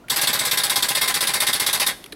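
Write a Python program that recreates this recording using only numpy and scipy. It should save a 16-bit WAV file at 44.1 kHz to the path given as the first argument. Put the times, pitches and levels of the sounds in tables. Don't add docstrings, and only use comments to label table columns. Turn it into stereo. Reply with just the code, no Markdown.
import sys
import numpy as np
from scipy import signal
from scipy.fft import rfft, irfft, next_fast_len
from scipy.io import wavfile
from scipy.ndimage import map_coordinates

SR = 44100
rng = np.random.default_rng(int(sys.argv[2]) if len(sys.argv) > 2 else 0)


def volts_from_db(level):
    exponent = np.asarray(level, float) / 20
    return 10 ** exponent


def master_out(mix):
    frames = np.transpose(np.atleast_2d(mix))
    ceiling = np.clip(frames, -1, 1)
    pcm = np.round(ceiling * 32767).astype(np.int16)
    wavfile.write(sys.argv[1], SR, pcm)


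N = 94815


def unit(x):
    return x / np.sqrt(np.mean(x ** 2) + 1e-20)


def along(points, hz):
    point_hz, value = np.transpose(points)
    return np.interp(np.log(hz + 1), np.log(point_hz + 1), value)


def filtered(x, response):
    size = next_fast_len(N + SR // 2)
    hz = np.fft.rfftfreq(size, 1 / SR)
    return irfft(rfft(x, size) * response(hz), size)[..., :N]


def causal(gain):
    rms = np.sqrt(np.mean(gain ** 2))
    cepstrum = irfft(np.log(gain / rms + 1e-5))
    half = len(cepstrum) // 2
    cepstrum[1:half] *= 2
    cepstrum[half + 1:] = 0
    return np.exp(rfft(cepstrum))


def add(x, start_s, piece):
    part = x[..., max(round(start_s * SR), 0):][..., :piece.shape[-1]]
    part += piece[..., :part.shape[-1]]


def sine(hz, t):
    return np.sin(2 * np.pi * hz * t)


def swell_in(t, rise_s):
    return 1 - np.exp(-t / rise_s)


# pitch_hz, level_db
HUM = [(25, -20), (45, 0), (70, -11), (260, -6), (600, -12), (1400, -20), (3000, -29), (16000, -40)]


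def hum():
    hum_db, swell_db, swell_hz = -48.5, 1.5, 14
    swell = map_coordinates(rng.standard_normal(40), [np.arange(N) * swell_hz / SR])
    noise = filtered(rng.standard_normal((2, N)), lambda hz: volts_from_db(along(HUM, hz)))
    return volts_from_db(hum_db + swell_db * swell) * unit(noise)


def space(x, decay, gap_s):
    hz, t, z = signal.stft(rng.standard_normal((2, SR // 2)), SR, nperseg=256)
    fade = volts_from_db(-60 * t / along(decay, hz)[:, None])
    tail = signal.istft(z * fade, SR, nperseg=256)[1]
    late = np.pad(x, (round(gap_s * SR), 0))[None]
    return signal.fftconvolve(late, tail / np.linalg.norm(tail[0]), axes=1)[:, :N]


# start_s, level_db, pitch_hz, rattle_s
RELAYS = [
    (.0835, -33, 2200, .005),
    (2.0405, -31, 3500, .003),
    (2.0600, -38, 10000, .003),
    (2.0620, -33, 2250, .002),
    (2.1228, -31, 3800, .005),
    (2.1245, -36, 1750, .004),
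    (2.1310, -45, 10000, .007),
]
# pitch_hz, level_db
RELAY_BOX = [(400, -20), (1200, 0), (5000, -1), (7000, -9), (10000, 1), (13000, -3), (16000, -20)]
# start_s, pitch_hz, level_db, t60_s
KNOCKS = [
    (.040, 1400, -42, .07),
    (.044, 620, -45, .06),
    (2.046, 380, -37, .05),
    (2.128, 430, -28, .045),
    (2.133, 300, -34, .05),
]


def relays():
    width_share, broad_db, tail_t60_s = .17, -15, .018
    t, out = np.arange(SR // 20) / SR, np.zeros(N)
    for start_s, level_db, pitch_hz, rattle_s in RELAYS:
        tick, width_hz = np.zeros(N), width_share * pitch_hz
        fade_db = -60 * np.clip(t - rattle_s, 0, 1) / tail_t60_s - 4 * t / rattle_s
        add(tick, start_s, volts_from_db(level_db + fade_db) * rng.standard_normal(len(t)))

        def box(hz):
            peak = width_hz / np.hypot(width_hz, 2 * (hz - pitch_hz))
            return causal(volts_from_db(along(RELAY_BOX, hz)) * (volts_from_db(broad_db) + peak))

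        out += filtered(tick, box)
    for start_s, pitch_hz, level_db, t60_s in KNOCKS:
        add(out, start_s, volts_from_db(level_db - 60 * t / t60_s) * sine(pitch_hz, t) * swell_in(t, .002))
    return out


# start_s, thud_db, panel_hz, clatter_db
SEATS = [(0.114, -34.0, 237, -20.9), (0.177, -38.2, 754, -20.2), (0.23, -32.2, 291, -17.5),
         (0.288, -30.2, 231, -19.8), (0.347, -32.3, 517, -21.3), (0.408, -33.4, 646, -20.8),
         (0.467, -29.4, 495, -21.2), (0.529, -30.4, 484, -19.0), (0.591, -33.1, 490, -19.1),
         (0.651, -35.5, 791, -20.3), (0.713, -33.3, 484, -20.9), (0.776, -31.8, 275, -21.4),
         (0.84, -33.0, 867, -20.5), (0.902, -35.3, 807, -20.8), (0.967, -32.8, 592, -18.8),
         (1.03, -32.0, 829, -18.3), (1.093, -33.1, 802, -20.8), (1.157, -32.8, 484, -20.1),
         (1.223, -34.3, 807, -18.4), (1.287, -34.6, 802, -19.7), (1.353, -34.1, 867, -18.6),
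         (1.419, -33.6, 834, -15.0), (1.484, -33.3, 807, -17.4), (1.546, -34.0, 818, -19.0),
         (1.614, -33.1, 829, -18.7), (1.68, -33.6, 807, -18.6), (1.745, -33.0, 834, -18.0),
         (1.815, -35.1, 818, -18.2), (1.881, -35.7, 700, -17.6)]
# pitch_hz, level_db, t60_s
BLOCK = [(122, -36, .13), (155, -37, .11), (240, -43, .10), (495, -40, .1)]


def thud():
    follow, panel_db, panel_t60_s = .7, 3, .08
    t, x = np.arange(SR // 4) / SR, np.zeros(N)
    usual_db = np.mean(SEATS, axis=0)[1]
    for start_s, thud_db, panel_hz, _ in SEATS:
        ring = np.zeros(len(t))
        for (pitch_hz, level_db, t60_s), r in zip(BLOCK, rng.standard_normal(len(BLOCK))):
            ring += volts_from_db(level_db + 2.5 * r - 60 * t / t60_s) * sine(pitch_hz * (1 + .045 * r), t)
        add(x, start_s, volts_from_db(follow * (thud_db - usual_db)) * ring * swell_in(t, .004))
        panel = volts_from_db(thud_db + panel_db - 60 * t / panel_t60_s) * sine(panel_hz, t)
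        add(x, start_s, panel * swell_in(t, .005))
    return x


# start_s, level_db, loudest_hz
BLOWS = [(0.107, -11.2, 3400.0), (0.1614, -13.6, 4950.0), (0.1663, -12.1, 12340.0), (0.2195, -11.9, 9800.0),
         (0.2419, -14.2, 2070.0), (0.2742, -12.5, 3570.0), (0.2788, -11.2, 3450.0), (0.2921, -14.8, 2150.0),
         (0.3953, -11.8, 3660.0), (0.5167, -12.1, 3680.0), (0.5779, -11.8, 3660.0), (0.638, -12.3, 9860.0),
         (0.6449, -12.8, 4460.0), (0.7009, -12.0, 3660.0), (0.7623, -12.2, 3600.0), (0.77, -12.7, 3620.0),
         (0.8276, -12.3, 3660.0), (0.8908, -12.4, 9800.0), (0.9533, -12.3, 3600.0), (1.0163, -13.5, 3620.0),
         (1.0323, -13.2, 3730.0), (1.0804, -12.0, 9820.0), (1.1448, -12.3, 3600.0), (1.1746, -15.9, 3700.0),
         (1.2072, -13.0, 4370.0), (1.2402, -15.4, 3770.0), (1.2738, -12.7, 3620.0), (1.3405, -11.5, 9820.0),
         (1.4044, -11.6, 3620.0), (1.4203, -10.0, 2090.0), (1.4694, -12.7, 9820.0), (1.4774, -12.9, 3640.0),
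         (1.4843, -13.0, 2090.0), (1.5346, -12.1, 3600.0), (1.5419, -12.9, 3640.0), (1.5654, -15.2, 1720.0),
         (1.6003, -11.9, 9820.0), (1.6661, -12.3, 3620.0), (1.7323, -11.8, 3620.0), (1.7498, -13.6, 3620.0),
         (1.8013, -11.9, 3600.0), (1.8688, -10.9, 3640.0)]
# pitch_hz, level_db
TOOTH = [(3620, -7), (4400, -9), (8050, -13), (9820, -8)]


def blows():
    blow_db, ring_t60_s, crack_db, crack_t60_s, rise_s = -3.5, .021, -7, .012, .0006
    t, x = np.arange(SR // 20) / SR, np.zeros(N)
    for start_s, level_db, loudest_hz in BLOWS:
        ring = sine(loudest_hz, t)
        for (pitch_hz, mode_db), r in zip(TOOTH, rng.standard_normal(len(TOOTH))):
            phase = 2 * np.pi * (pitch_hz * (1 + .01 * r) * t + r)
            ring += volts_from_db(mode_db + 3 * r) * np.sin(phase)
        crack = volts_from_db(crack_db - 60 * t / crack_t60_s) * rng.standard_normal(len(t))
        blow = volts_from_db(-60 * t / ring_t60_s) * ring + crack
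        add(x, start_s - rise_s, volts_from_db(level_db + blow_db) * blow * swell_in(t, rise_s))
    return filtered(x, lambda hz: causal(hz ** 2 / (hz ** 2 + 1200 ** 2)))


# pitch_hz, width_hz, lift_db
METAL_MODES = [(1022, 26, 9), (1207, 25, 4), (1630, 16, 10), (1806, 14, 8), (1969, 22, 5), (2010, 25, 5),
               (2121, 27, 8.5), (3330, 30, 5), (3620, 40, 6), (3735, 25, 4), (3813, 22, 6), (4200, 25, 6),
               (4369, 18, 7),
               (812, 24, 7), (4605, 27, 4), (4960, 30, 4), (8005, 120, 4), (9695, 90, 5), (12400, 120, 2.5)]


def metal(colour):
    def response(hz):
        power = 1
        for mode_hz, width_hz, lift_db in METAL_MODES:
            power = power + volts_from_db(2 * lift_db) * width_hz ** 2 / (width_hz ** 2 + 4 * (hz - mode_hz) ** 2)
        return causal(volts_from_db(along(colour, hz)) * np.sqrt(power))
    return response


def tinted(noise, spot_hz):
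    patch_db, patch_hz, spot_db, spot_width_hz = 1.6, 700, 3.5, 1100
    hz = np.fft.rfftfreq(noise.shape[-1], 1 / SR)
    knots = rng.standard_normal((len(noise), int(SR / 2 / patch_hz) + 2))
    patch = np.array([np.interp(hz / patch_hz, np.arange(len(k)), k) for k in knots])
    spot = np.exp(-((hz - spot_hz[:, None]) / spot_width_hz) ** 2)
    gain = volts_from_db(patch_db * patch + spot_db * spot)
    return unit(irfft(rfft(noise) * gain[:, None], noise.shape[-1]))


# start_s, peak_db, clang_db, brightest_hz
STROKES = [(0.0985, -7, -20, 8100), (0.16, -7, -28, 12400), (0.2134, -6, -23, 9940),
           (0.2713, -7, -17, 7840), (0.3301, -7, -19, 12400), (0.3905, -6, -20, 8260),
           (0.4499, -6, -20, 7950), (0.5117, -7, -19, 12400), (0.5736, -6, -20, 9700),
           (0.6345, -5, -24, 9690), (0.6963, -6, -21, 9690), (0.7587, -5, -18, 8450),
           (0.823, -7, -18, 8140), (0.8846, -8, -23, 9700), (0.9497, -7, -21, 9690),
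           (1.0126, -8, -23, 9690), (1.0765, -6, -22, 9860), (1.1403, -7, -21, 9700),
           (1.2062, -7, -21, 9690), (1.2705, -6, -21, 9860), (1.3359, -6, -23, 9910),
           (1.4017, -5, -20, 9860), (1.4666, -6, -22, 9690), (1.5292, -6, -21, 9690),
           (1.5973, -6, -22, 9690), (1.6626, -7, -21, 9700), (1.7285, -6, -21, 10600),
           (1.7978, -7, -22, 9910), (1.8642, -4, -20, 9910)]


def stage(timing, colour, strength_db):
    jitter_s, grit_db = .0005, 2.1
    delay_s, rise_s, hold_s, t60_s, level_db, share, scatter_db = timing
    t, x = np.arange(SR // 10) / SR, np.zeros((2, N))
    fade = volts_from_db(-60 * np.clip(t - rise_s - hold_s, 0, 1) / t60_s)
    shape = np.clip(t / rise_s, 0, 1) ** 1.5 * fade
    count = len(STROKES)
    impact_db = grit_db * rng.standard_normal((count + 1, 1, len(t)))
    grit = rng.standard_normal((count + 1, 2, len(t))) * volts_from_db(impact_db)
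    starts_s, _, _, spot_hz = np.transpose(STROKES)
    bursts = tinted(np.sqrt(share) * grit[0] + np.sqrt(1 - share) * grit[1:], spot_hz)
    for start_s, db, burst in zip(starts_s, strength_db, bursts):
        late, loud = rng.standard_normal(2)
        gain = volts_from_db(db + level_db + scatter_db * loud)
        add(x, start_s + delay_s + jitter_s * late, gain * shape * burst)
    return filtered(x, metal(colour))


# delay_s, rise_s, hold_s, t60_s, level_db, repeating_share, scatter_db
THROW = (-.0025, .0045, .010, .07, -20, .15, .7)
CLANG = (-.002, .004, .008, .045, -24, .25, .6)
ZING = (-.0025, .0045, .010, .09, -25, .3, .6)
SEAT = (.017, .0015, .011, .09, -22, .15, .7)
SNAP = (.033, .0007, .001, .03, -23, .2, 1.2)
FALL = (.042, .002, .005, .07, -29, .3, 2.5)
# pitch_hz, level_db
BRIGHT = [(90, -40), (250, -14), (1900, -6), (2900, -8), (5400, -4.5), (6800, -12), (12700, -8),
          (16000, -19)]
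RING_GEAR = [(2000, -32), (2900, -11), (3250, -1), (3650, 0), (4000, -4), (4500, -3), (5200, -17),
             (9000, -36)]
TEETH = [(4000, -30), (7000, -12), (8100, -1), (8900, -5), (9900, -3), (11300, -6), (12600, -3),
         (15800, -18)]
DULL = [(90, -33), (220, -9), (2060, -2.5), (2800, -6), (5000, -4), (6770, -11), (11500, -8.5),
        (16000, -21)]
SNAPPY = [(300, -22), (2000, -8), (3700, 0), (6000, -12), (10000, -12), (16000, -22)]
LATE = [(90, -30), (200, -5), (1630, -2), (2600, -6), (4000, -4), (6140, -12), (12200, -11), (16000, -26)]


def starter():
    push_follow, clang_grows, seat_follow = .2, 1.2, .55
    _, peak_db, clang_db, _ = (column - np.mean(column) for column in np.transpose(STROKES))
    clatter_db = np.transpose(SEATS)[3]
    push_db = push_follow * peak_db
    seat_db = seat_follow * (clatter_db - clatter_db.mean())
    x = stage(THROW, BRIGHT, push_db)
    x += stage(CLANG, RING_GEAR, clang_grows * clang_db)
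    x += stage(ZING, TEETH, push_db)
    x += stage(SEAT, DULL, seat_db)
    x += stage(SNAP, SNAPPY, push_db)
    x += stage(FALL, LATE, push_db)
    return x


# pitch_hz, t60_s
BAY = [(150, .2), (1000, .14), (12000, .12)]
YARD = [(150, .5), (1000, .75), (12000, .6)]
# pitch_hz, level_db
APART = [(60, -22), (250, -21), (450, -21), (750, -12), (2400, -14), (5500, -7.5), (9000, -12),
         (15000, -24)]
# pitch_hz, level_db
TILT = [(60, .3), (200, .6), (700, 2.4), (1290, 2.4), (2600, 1.1), (5000, 1.8), (8500, -.1)]


def scene():
    bay_db, yard_db, relay_wet, scattered = -8.5, -19, .5, .75
    facing, other = starter()
    ticks = relays()
    car = facing + thud() + blows() + ticks
    heard = car - (1 - relay_wet) * ticks
    around = volts_from_db(bay_db) * space(heard, BAY, .002) + volts_from_db(yard_db) * space(heard, YARD, .02) + hum()
    near = space(car, [(150, .05), (12000, .03)], .0003)[0]
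    mid = car + around[0]
    side = np.sqrt(1 - scattered) * near + np.sqrt(scattered) * other + around[1]
    side = filtered(side, lambda hz: volts_from_db(along(APART, hz)))
    left_right = np.array([mid + side, mid - side])
    return filtered(left_right, lambda hz: volts_from_db(along(TILT, hz) / 2 * np.array([[1], [-1]])))


def low_pass(x):
    return signal.sosfilt(signal.butter(12, 16450, fs=SR, output="sos"), x)


def record(dry):
    mix = filtered(dry, lambda hz: hz < 15860)
    return low_pass(mix)


dry = scene()
out = record(dry)
master_out(out)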